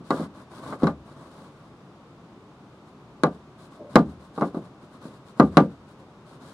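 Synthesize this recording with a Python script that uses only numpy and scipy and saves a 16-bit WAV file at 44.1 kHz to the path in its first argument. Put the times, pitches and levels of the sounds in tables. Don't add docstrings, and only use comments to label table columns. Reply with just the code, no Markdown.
import sys
import numpy as np
from scipy import signal
from scipy.fft import rfft, irfft
from scipy.io import wavfile
from scipy.ndimage import uniform_filter1d

SR = 44100
rng = np.random.default_rng(int(sys.argv[2]) if len(sys.argv) > 2 else 0)


def generate_wav(sig):
    pcm = np.round(np.clip(np.atleast_2d(sig).T, -1, 1) * 32767).astype(np.int16)
    wavfile.write(sys.argv[1], SR, pcm)


N = 287973
RING_SAMPLES = 32768

# start_s, level_db, contact_hz (low = soft),
# bass_cut_hz (high = glancing), click_db (relative to the wall's sound)
BLOWS = [(0.006, -43, 336, 85, -37), (0.1056, -18.5, 1680, 410, -16), (0.197, -26, 300, 310, -41),
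         (0.7251, -33, 2010, 700, -29), (0.8213, -31.5, 1200, 27, -27), (0.833, -14.5, 473, 17, -30),
         (0.841, -27.5, 1500, 230, -19), (0.8701, -24, 2400, 450, -14), (3.2355, -14.5, 1920, 230, -15.5),
         (3.9565, -7, 2220, 80, -16.5), (4.362, -53.5, 1500, 340, -6), (4.378, -28, 850, 320, -27),
         (4.411, -26.5, 1270, 120, -21.5), (4.421, -19, 1660, 200, -38), (4.477, -47, 900, 240, -12),
         (4.5455, -31, 734, 160, -29.5), (4.569, -29, 390, 300, -35), (5.015, -52, 1500, 800, -27),
         (5.053, -38.5, 420, 290, -31), (5.3979, -8, 1580, 91, -25.5), (5.5702, -7, 3000, 126, -17)]
# pitch_hz, peak_db, t60_s
PLANK_MODES = [(73, -6, .8), (84, -14, .6), (164, 2, .27), (183, -4, .21), (214, 1, .24), (258, -4, .22),
               (291, -1, .22), (318, -8, .19), (345, -10, .2), (409, -5, .19), (480, -9, .16),
               (546, -5, .15), (585, -12, .13), (682, -8, .13), (730, -14, .13), (830, -15, .1),
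               (865, -11, .12), (950, -16, .11), (1065, -9, .11), (1135, -10, .09), (1192, 0, .115),
               (1248, -8, .1), (1433, -11, .11), (1564, -14, .08), (1645, -21, .08), (1993, -19, .075),
               (2115, -22, .055)]


def knocks(mode_db=-6.5, dense_db=-6, push_db=-6, return_db=-3.5, hard_db=-10, span_s=0.03):
    out = np.zeros((2, N + RING_SAMPLES))
    push = undb(push_db) * board_push()
    drop_back = delay(cut(push, 300, "low", order=2), s=0.0395)
    for start_s, level_db, contact_hz, bass_cut_hz, click_db in BLOWS:
        thuds = push + undb(return_db + 0.7 * min(level_db - hard_db, 0)) * drop_back
        wall = thuds + undb(mode_db) * struck_modes(PLANK_MODES) + undb(dense_db) * dense_ring()
        wall = cut(wall, contact_hz, "low", order=2)
        wall = cut(wall, bass_cut_hz, "high", order=1)
        blow = unit(wall) + undb(click_db) * pole_click()
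        gain = undb(level_db) * np.sqrt(span_s * SR / RING_SAMPLES)
        start = int(start_s * SR)
        out[:, start:start + RING_SAMPLES] += gain * blow
    return out[:, :N]


# freq_hz, density_db
PUSH_SPECTRUM = [(30, -23), (105, -28.5), (150, 13), (300, 7), (480, -0.5), (750, -9.5), (1200, 3.5),
                 (1700, -24.5), (2700, -40.5), (15000, -24)]


def board_push(rebound_s=0.003666, rebound_share=0.5, floor_s=0.011, floor_share=0.35):
    impulse = np.tile(signal.unit_impulse(RING_SAMPLES), (2, 1))
    wave = causal_colour(impulse, PUSH_SPECTRUM)
    return -unit(wave + rebound_share * delay(wave, rebound_s) + floor_share * delay(wave, floor_s))


def struck_modes(table, scatter_db=1.44, detune=0.0062, travel_s=0.001246):
    t, out = np.arange(RING_SAMPLES) / SR, 0
    for k, (hz, peak_db, t60_s) in enumerate(table):
        pitch_draw, level_draw, phase_draw = rng.standard_normal(3)
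        decay = np.log(1000) / t60_s
        mic_phase = np.arctan(undb(at(MIC_WIDTH, hz))) * phase_draw * np.array([[1], [-1]])
        ring = np.cos(2 * np.pi * hz * (1 + detune * pitch_draw) * t + mic_phase) * np.exp(-decay * t)
        out = out + (-1) ** k * undb(peak_db + scatter_db * level_draw) * decay * ring
    return unit(delay(out, travel_s))


# freq_hz, density_db
DENSE_SPECTRUM = [(30, -65), (70, -2), (100, -24.5), (160, -1), (300, -5), (450, -5.5), (800, -7.5),
                  (1200, -19), (1500, -2), (2000, -40), (2700, -29), (4000, -36.5), (9000, -36),
                  (15000, -66)]
# freq_hz, t60_s
DENSE_DECAY = [(60, 0.59), (160, 0.34), (420, 0.21), (1100, 0.11), (2900, 0.14), (8000, 0.1)]


def dense_ring():
    t, out = np.arange(RING_SAMPLES) / SR, 0
    noise = rfft(mic_noise(RING_SAMPLES))
    octave = np.log2(np.maximum(freqs(t), 1))
    for hz in 40 * 2 ** np.arange(0, 9, .5):
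        window = np.cos(np.pi / 2 * np.clip(2 * (octave - np.log2(hz)), -1, 1))
        band = irfft(noise * window, RING_SAMPLES) * np.exp(-np.log(1000) * t / at(DENSE_DECAY, hz))
        out = out + unit(band) * undb(at(DENSE_SPECTRUM, hz)) * np.sqrt(hz)
    return unit(out)


# freq_hz, density_db
CRACK_SPECTRUM = [(200, -11.5), (1500, 19), (2100, 0), (2800, -1.5), (4000, 2.5), (5500, -7.5),
                  (8000, -12.5), (10000, -12.5), (12000, -26), (16000, -48)]
# pitch_hz, peak_db, t60_s
POLE_MODES = [(3210, -13, 0.033), (3775, 2.5, 0.043), (3940, 2, 0.029), (4150, 2, 0.035),
              (4460, -7.5, 0.037), (4890, -4.5, .035), (5600, -6.5, 0.043), (7200, -10, 0.039)]


def pole_click(fall_s=0.0017, tail_s=0.024, tail_db=-21, pole_db=-11, bounce_s=0.033, bounce_db=-26):
    t = np.arange(RING_SAMPLES) / SR
    crack = unit(causal_colour(mic_noise(RING_SAMPLES) * np.exp(-t / fall_s), CRACK_SPECTRUM))
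    tail = unit(causal_colour(mic_noise(RING_SAMPLES) * np.exp(-t / tail_s), CRACK_SPECTRUM))
    tail *= np.sqrt(tail_s / fall_s)
    pole = struck_modes(POLE_MODES, scatter_db=0.5, detune=0.012, travel_s=0.00033)
    blow = crack + undb(tail_db) * tail + undb(pole_db) * pan(pole, left_db=2)
    return pan(blow + undb(bounce_db) * delay(blow, bounce_s), left_db=3)


# start_s, length_s, mesh_db, frame_db
NET_STROKES = [(0.034, 0.083, -60, -53), (0.096, 0.14, -51, -36.5), (.332, 0.085, -61.5, -47.5),
               (0.495, 0.1, -57, -44.5), (0.608, .13, -53.5, -39), (0.78, .11, -56.5, -43.5),
               (1.04, .085, -64, -52), (1.148, 0.13, -64, -48.5), (1.293, .18, -62.5, -50.5),
               (1.49, 0.19, -72, -56), (2.852, 0.029, -67, -51.5), (3.298, 0.052, -65, -52),
               (3.572, .085, -60.5, -52), (3.696, 0.071, -64, -52.5), (3.888, 0.11, -59.5, -48.5),
               (4.043, 0.086, -66.5, -52), (4.187, 0.076, -65, -53.5), (4.327, 0.15, -59, -53),
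               (4.527, 0.047, -62, -46), (4.6, 0.065, -67, -50.5), (4.803, 0.039, -66, -53),
               (4.902, .055, -65, -50.5), (5.005, .07, -58.5, -49), (5.089, 0.07, -63, -50.5),
               (5.244, .055, -61.5, -51), (5.354, 0.12, -59, -46), (5.502, 0.14, -61, -46.5),
               (5.68, 0.041, -68, -53), (5.864, .05, -65, -55), (5.97, 0.036, -68, -56),
               (6.25, 0.1, -63, -51.5), (6.393, 0.13, -59, -48)]


def stroke_friction(attack_s=0.023, release_s=0.048, arch_db=3.5, lean_db=-59.5):
    t, power = np.arange(N) / SR, np.zeros((2, N))
    for start_s, length_s, mesh_db, frame_db in NET_STROKES:
        moving = (t > start_s) & (t < start_s + length_s + release_s)
        age = t[moving] - start_s
        attack = np.minimum(age / attack_s, 1)
        release = np.minimum(1 - (age - length_s) / release_s, 1)
        arch = undb(arch_db * (np.sin(np.pi * age / (length_s + release_s)) - 1))
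        power[:, moving] += (undb([[mesh_db], [frame_db]]) * attack * release * arch) ** 2
    power[1] += undb(lean_db) ** 2
    return np.sqrt(power)


# freq_hz, density_db
SCRAPE_SPECTRUM = [(40, -34), (100, -7), (190, -2), (330, -4.5), (460, -12), (570, -6), (820, -14),
                   (1100, -6.5), (1560, -23), (2100, -27.5), (2700, -37.5), (3800, -37), (6000, -62),
                   (12000, -65)]


def frame_scrape(force, grain_db=2, judder_db=1, ring_db=-9, chafe_db=-6, light_touch_db=-54.5):
    slips = mic_noise(N) * undb(grain_db * walk(rate_hz=400) + judder_db * walk(rate_hz=35))
    rasp = unit(colour(slips, SCRAPE_SPECTRUM))
    boards = unit(signal.fftconvolve(slips, struck_modes(PLANK_MODES), axes=1)[:, :N])
    chafe = unit(cut(cut(mic_noise(N), 1180, "high", order=4), 1210, "low", order=6))
    chafe /= 1 + force / undb(light_touch_db)
    return (rasp + undb(ring_db) * boards + undb(chafe_db) * chafe) * force


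# freq_hz, density_db
SWISH_SPECTRUM = [(900, -16), (1500, 15), (2000, -1.5), (2700, 0.5), (3900, 7.5), (6000, -2.5),
                  (8000, -1.5), (10000, -2), (11500, -12), (15000, -19)]


def mesh_swish(force, gain_db=1, thread_db=0.5, flutter_db=0.5, folds_per_s=150, crinkle_s=0.0011):
    folds = (rng.random(N) < folds_per_s / SR) * rng.random(N)
    crinkles = undb(2) * signal.lfilter([1], [1, -np.exp(-1 / (crinkle_s * SR))], folds)
    threads = mic_noise(N) * undb(thread_db * walk(rate_hz=1500) + flutter_db * walk(rate_hz=42))
    rustle = unit(colour(threads * (1 + crinkles), SWISH_SPECTRUM))
    return pan(rustle, left_db=5.5) * force * undb(gain_db)


# time_s, pitch_hz, level_db
SQUEAK_PATH = [(3.76, 597, -60), (3.785, 622, -57), (3.81, 598, -40), (3.85, 554, -46.5),
               (3.89, 594, -47.5), (3.93, 600, -59)]


def frame_squeak(jitter=0.05, rough_db=2.5, board_db=-4):
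    t = np.arange(N) / SR
    time_s, pitch_hz, level_db = np.transpose(SQUEAK_PATH)
    hz = np.interp(t, time_s, pitch_hz) * (1 + jitter * walk(rate_hz=300))
    tone = unit(sine(hz) * undb(rough_db * walk(rate_hz=110)))
    boards = unit(cut(cut(mic_noise(N), 260, "high", order=2), 440, "low", order=3))
    sounding = (t > time_s[0]) & (t < time_s[-1])
    return sounding * (tone + undb(board_db) * boards) * undb(np.interp(t, time_s, level_db))


# freq_hz, density_db
ROOM_SPECTRUM = [(25, -27), (45, -11), (80, -7.5), (130, 2.5), (190, 0.5), (380, -3.5), (520, -9),
                 (800, -10.5), (1200, -12.5), (1750, -22), (3000, -25), (4000, -27.5), (9500, -41),
                 (14000, -55)]


def room_tone(hiss_db=-49.52, whine_hz=3630, whine_db=-82.5, waver=0.0022):
    whine = unit(sine(whine_hz * (1 + waver * walk(rate_hz=40))))
    hiss = unit(colour(mic_noise(N), ROOM_SPECTRUM))
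    return undb(hiss_db) * pan(hiss, left_db=0.87) + undb(whine_db) * whine


# freq_hz, side_minus_mid_db
MIC_WIDTH = [(60, -45), (200, -22.5), (700, -17), (1290, -9), (1900, 0.5), (2500, 2), (15000, -5.5)]


def mic_noise(n):
    mid, side = rng.standard_normal((2, n))
    share = undb(at(MIC_WIDTH, freqs(mid)))
    left_right = rfft(mid) + np.array([[1], [-1]]) * share * rfft(side)
    return irfft(left_right / np.sqrt(1 + share ** 2), n)


def undb(db):
    return 10 ** (np.asarray(db) / 20)


def unit(x):
    return x / np.sqrt(np.mean(x ** 2))


def at(points, hz):
    f, value = np.transpose(points)
    return np.interp(np.log(np.maximum(hz, 1)), np.log(f), value)


def sine(hz):
    return np.sin(2 * np.pi * np.cumsum(hz) / SR)


def freqs(x):
    return np.fft.rfftfreq(x.shape[-1], 1 / SR)


def colour(x, points):
    return irfft(rfft(x) * undb(at(points, freqs(x))), x.shape[-1])


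def causal_colour(x, points):
    n = x.shape[-1]
    cepstrum = irfft(np.log(undb(at(points, freqs(x)))), n)
    cepstrum[1:n // 2] *= 2
    cepstrum[n // 2 + 1:] = 0
    return irfft(rfft(x) * np.exp(rfft(cepstrum)), n)


def cut(x, hz, kind, order):
    return signal.sosfilt(signal.butter(order, hz, kind, fs=SR, output="sos"), x)


def pan(x, left_db):
    return x * undb(np.array([[left_db], [-left_db]]) / 2)


def walk(rate_hz):
    hold = int(SR / rate_hz)
    steps = np.repeat(rng.standard_normal(N // hold + 1), hold)
    return unit(uniform_filter1d(steps, hold)[:N])


def delay(x, s):
    return np.pad(x, ((0, 0), (int(s * SR), 0)))[:, :x.shape[1]]


def scene():
    mesh_force, frame_force = stroke_friction()
    wood = knocks() + frame_scrape(frame_force) + frame_squeak()
    return pan(wood, left_db=0.8) + mesh_swish(mesh_force) + room_tone()


def record(dry, bass_hz=25, top_hz=15700):
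    clipped = np.clip(cut(dry, bass_hz, "high", order=2), -1, 1)
    return signal.sosfilt(signal.ellip(8, .2, 70, top_hz, fs=SR, output="sos"), clipped)


dry = scene()
out = record(dry)
generate_wav(out)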